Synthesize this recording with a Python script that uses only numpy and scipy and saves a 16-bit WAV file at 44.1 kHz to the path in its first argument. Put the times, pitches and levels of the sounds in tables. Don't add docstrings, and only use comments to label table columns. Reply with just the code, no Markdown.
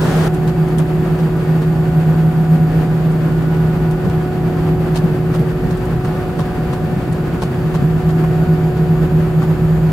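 import sys
import numpy as np
from scipy import signal
from scipy.fft import rfft, irfft
from scipy.io import wavfile

SR = 44100
rng = np.random.default_rng(int(sys.argv[2]) if len(sys.argv) > 2 else 0)


def transcribe(signal):
    frames = np.atleast_2d(signal).T
    limited = np.clip(frames, -1, 1)
    pcm = np.round(limited * 32767).astype(np.int16)
    wavfile.write(sys.argv[1], SR, pcm)


N = 437472
TIME = np.arange(N) / SR
FREQS = np.maximum(np.arange(N // 2 + 1) * SR / N, 1)


def from_db(db):
    return 10 ** (np.asarray(db) / 20)


def rms_one(x):
    return x / np.sqrt(np.mean(x ** 2) + 1e-20)


def in_time(rows):
    times, *columns = np.transpose(rows)
    return [np.interp(TIME, times, column) for column in columns]


def over_hz(points):
    hz, value = np.transpose(points)
    return np.interp(np.log(FREQS), np.log(hz), value)


def drift(rate_hz):
    count = 16384
    hz = np.arange(count // 2 + 1) * SR / N
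    slow = irfft(rfft(rng.standard_normal(count)) / (1 + (hz / rate_hz) ** 4))
    return np.interp(TIME, np.linspace(0, N / SR, count), rms_one(slow))


def ripple(spacing_hz):
    knots = np.arange(0, SR / 2, max(spacing_hz, 5))
    return np.interp(FREQS, knots, rng.standard_normal(len(knots)))


def pan(balance_db):
    return from_db(np.array([[.5], [-.5]]) * balance_db)


def tone(hz, phase, balance_db, lead=0):
    angle = 2 * np.pi * hz * TIME + phase + np.array([[.5], [-.5]]) * lead
    return np.sqrt(2) * pan(balance_db) * np.sin(angle)


def diffuse(spectrum, ripple_db=0, spacing_hz=100):
    # (frequency [Hz], correlation [-1 to 1])
    likeness = [(30, 0.91), (160, 0.95), (300, 1), (550, 0.65), (1200, 0.64), (1750, 0.69), (2200, 0.00033),
                (3600, -0.028), (5200, 0.33), (10000, 0.26), (15000, 0.53)]
    alike = np.clip(over_hz(likeness), -.99, .99)
    mid, side = rfft(rng.standard_normal((2, N))) * np.sqrt(SR / 4)
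    pair = np.sqrt(1 + alike) * mid + np.sqrt(1 - alike) * side * [[1], [-1]]
    skirts = 1 / (1 + (spectrum[0][0] / FREQS) ** 4) / (1 + (FREQS / spectrum[-1][0] / 2) ** 8)
    colour = from_db(over_hz(spectrum) + ripple_db * ripple(spacing_hz))
    return irfft(pair * skirts * colour, N)


def bursts(events, t60, rise_s=0.006):
    out = np.zeros(N)
    for start, peak_db, hold_s in events:
        near = slice(*np.searchsorted(TIME, [start - .05, start + .3]))
        age = TIME[near] - start
        rise_db = -3 + 20 * age / rise_s
        decay_db = -60 * np.maximum(age - hold_s, 0) / t60
        out[near] += from_db(peak_db + np.where(age < 0, rise_db, decay_db))
    return out


def shaft_hum(hum_hz=159.25, throb_hz=7.5, throb_spread_hz=3.2, throb_depth=0.3):
    # (time [s], level [dB])
    hum_curve = [(0, -15.5), (1.4, -16.5), (2.3, -12.5), (3.6, -16), (4.3, -20), (5.1, -17.5), (5.7, -26.5),
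                 (6.7, -26), (7.1, -24), (7.45, -29), (7.8, -15.5), (9.9, -13.5)]
    level_db, = in_time(hum_curve)
    angle = 2 * np.pi * throb_hz * TIME
    throb = drift(throb_spread_hz) * np.cos(angle) + drift(throb_spread_hz) * np.sin(angle)
    hum = tone(hum_hz, 0.16 * drift(1.3), balance_db=-1.0, lead=-0.15)
    return from_db(level_db) * (1 + throb_depth * throb) * hum


def shaft_drone(drone_hz=366.7, detune_hz=0.245):
    # (harmonic [number], near engine [dB], far engine [dB], time the two are in phase [s])
    harmonics = [(1, -26.5, -37, 4.78), (2, -36.5, -44.5, 4.415)]
    wander = 0.11 * drift(0.32)
    out = np.zeros((2, N))
    for k, near_db, far_db, in_phase_s in harmonics:
        far_ahead = 2 * np.pi * detune_hz * (TIME - in_phase_s)
        for level_db, phase in (near_db, wander), (far_db, wander + far_ahead):
            out += from_db(level_db) * tone(k * drone_hz, k * phase, balance_db=-1.8, lead=k * 0.18)
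    return out


def compressors(pitches_hz=(7020, 8683), gain_db=2.0, shimmer_db=1.5):
    # (time [s], relative level of the lower whine [dB], of the upper whine [dB])
    whine_curves = [(0, -68, -68), (2.5, -65, -63.5), (4.6, -75, -74), (6.2, -72, -69.5), (8.3, -65, -72),
                    (9.9, -63, -67)]
    out = np.zeros((2, N))
    for hz, level_db in zip(pitches_hz, in_time(whine_curves)):
        gain = from_db(level_db + gain_db + shimmer_db * drift(6.7))
        out += gain * tone(hz, 0.65 * drift(3.0), balance_db=6.0)
    return out


def accessories():
    # (frequency [Hz], level [dB], left over right [dB], waver [share of amplitude])
    machine_tones = [(126.4, -29.5, 1, 0.16), (171.5, -35.5, 3, 0.27), (276.8, -45.5, -11, 0.74),
                     (322.8, -41.5, -9, 0.35), (456.3, -43.5, 0, 0.98), (481, -46.5, -2, 0.64),
                     (821, -51.5, -14, .5), (973, -51, -4, 0.33), (1182, -53.5, 12, 0.27),
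                     (1298, -51.5, -1, 0.33), (1466, -48, -7.5, 0.48), (7580, -72, 19, .2)]
    out = np.zeros((2, N))
    for hz, level_db, balance_db, waver in machine_tones:
        swell = rms_one(1 + waver * drift(0.83))
        out += from_db(level_db) * swell * tone(hz, 0.54 * drift(2.6), balance_db)
    return out


def wheels(thump_hold_s=0.022):
    # (frequency [Hz], density [dB per Hz])
    rumble_spectrum = [(10, -64), (28, -56), (40, -47.5), (60, -42), (77, -48.5), (92, -44.5), (125, -47.5),
                       (200, -60.5), (400, -80.5)]
    # (frequency [Hz], density [dB per Hz])
    boom_spectrum = [(80, -55), (120, -47), (145, -40.5), (163, -38), (182, -43), (220, -51.5),
                     (320, -63.5)]
    # (time [s], gain [dB])
    roll_curve = [(0, -1.5), (1.3, -2.5), (2.0, 0), (3.2, -1.5), (5.4, 0.5), (7.5, -0.5), (8.7, 1),
                  (9.9, 2.5)]
    # (time [s], level [dB])
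    joints = [(4.045, -9.5), (5.04, -15), (5.395, -16.5), (5.645, -13.5), (6.375, -14.5), (7.813, -13)]
    roll_db, = in_time(roll_curve)
    rumble = from_db(roll_db) * diffuse(rumble_spectrum) * pan(balance_db=-0.2)
    jolts = bursts([(s, db, thump_hold_s) for s, db in joints], t60=0.1, rise_s=0.019)
    thumps = jolts * rms_one(diffuse(boom_spectrum))
    return rumble + thumps + diffuse(boom_spectrum)


def airflow(flutter_db=0.95, flutter_hz=15.0):
    # (frequency [Hz], density [dB per Hz])
    air_spectrum = [(100, -68), (230, -52), (310, -50), (450, -56.5), (600, -58.5), (800, -60.5),
                    (1050, -65), (1550, -66.5), (2100, -73), (2700, -74), (3800, -82.5), (4600, -83),
                    (5400, -88.5), (15500, -94.5)]
    # (frequency [Hz], density [dB per Hz])
    vent_spectrum = [(4100, -100), (4550, -82), (4680, -79), (5100, -100)]
    rush = diffuse(air_spectrum, ripple_db=1.0, spacing_hz=35) + diffuse(vent_spectrum)
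    return from_db(flutter_db * drift(flutter_hz)) * rush * pan(balance_db=1.0)


def gush(gain_db=-0.5, start_s=0.011, end_s=0.279, attack_db_per_s=700, release_db_per_s=3000):
    # (frequency [Hz], relative level [dB])
    gush_colour = [(200, -42.5), (420, -48), (620, -51.5), (850, -53), (1050, -57.5), (1600, -58),
                   (2300, -67.5), (3200, -68.5), (5500, -74), (10000, -79), (15500, -87)]
    opening_db = attack_db_per_s * np.minimum(TIME - start_s, 0)
    closing_db = release_db_per_s * np.clip(end_s - TIME, -.5, 0)
    return from_db(gain_db + opening_db + closing_db) * diffuse(gush_colour) * pan(balance_db=1.2)


def trim(chatter_db=-6.0, knock_db=-4.0, tick_db=-6.0, grain_db=3.5):
    # (time [s], relative chatter level [dB], relative knock level [dB])
    rattles = [(0.476, -34, -29), (0.79, -40, -22), (1.189, -36, -32), (1.62, -40, -38), (4.048, -41, -27),
               (4.094, -39, -35), (4.958, -24.5, -26), (5.341, -30.5, -21.5), (5.701, -34, -25),
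               (6.046, -34, -23.5), (6.391, -31, -20), (6.726, -35, -25.5), (7.421, -27.5, -20),
               (7.744, -31.5, -22), (8.092, -36, -24), (8.236, -45, -21), (8.764, -41, -35),
               (9.419, -37, -25)]
    # (time [s], relative level [dB])
    fittings = [(0.343, -33.5), (0.685, -38), (0.784, -27.5), (3.115, -41), (3.911, -34.5), (5.771, -38),
                (5.853, -40), (7.124, -36)]
    # (frequency [Hz], relative level [dB])
    chatter_colour = [(1200, -11), (2800, 6), (4400, 3.5), (5600, -1), (8500, -4), (10500, -6.5),
                      (15500, -17)]
    # (frequency [Hz], relative level [dB])
    knock_colour = [(200, -15), (500, 3), (800, -1), (1080, 0), (1300, -2.5), (1580, -6.5), (2400, -17),
                    (5000, -38)]
    # (frequency [Hz], relative level [dB])
    tick_colour = [(1500, -20), (3000, -3), (5000, -11), (6700, -8), (7600, -4), (9300, -7), (10500, -4),
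                   (11600, -17), (15500, -17)]
    chatter = bursts([(s, db + chatter_db, 0.017) for s, db, _ in rattles], t60=0.09, rise_s=0.021)
    knocks = bursts([(s, db + knock_db, 0.012) for s, _, db in rattles], t60=0.067, rise_s=0.0037)
    ticks = bursts([(s, db + tick_db, 0.0038) for s, db in fittings], t60=0.06)
    grain = rms_one(from_db(grain_db * drift(400.0)))
    layers = [(chatter, chatter_colour, 1.5), (knocks, knock_colour, 1.5), (ticks, tick_colour, 8)]
    out = np.zeros((2, N))
    for envelope, colour, balance_db in layers:
        resonances = rms_one(diffuse(colour, ripple_db=0.7, spacing_hz=122.7))
        out += envelope * resonances * pan(balance_db)
    return grain * out


def scene():
    machinery = shaft_hum() + shaft_drone() + compressors() + accessories()
    return machinery + wheels() + airflow() + gush() + trim()


def record(dry, mirror_hz=12100, cutoff_hz=15750):
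    slope = np.diff(dry.mean(axis=0), prepend=0)
    smoothed = signal.sosfilt(signal.butter(1, 1100.0, fs=SR, output="sos"), slope)
    whistles = from_db(-7.5) * smoothed * np.cos(2 * np.pi * mirror_hz * TIME)
    top_cut = (1 - np.tanh((FREQS - cutoff_hz) / 50)) / 2
    return irfft(rfft(dry + whistles) * top_cut, N)


dry = scene()
out = record(dry)
transcribe(out)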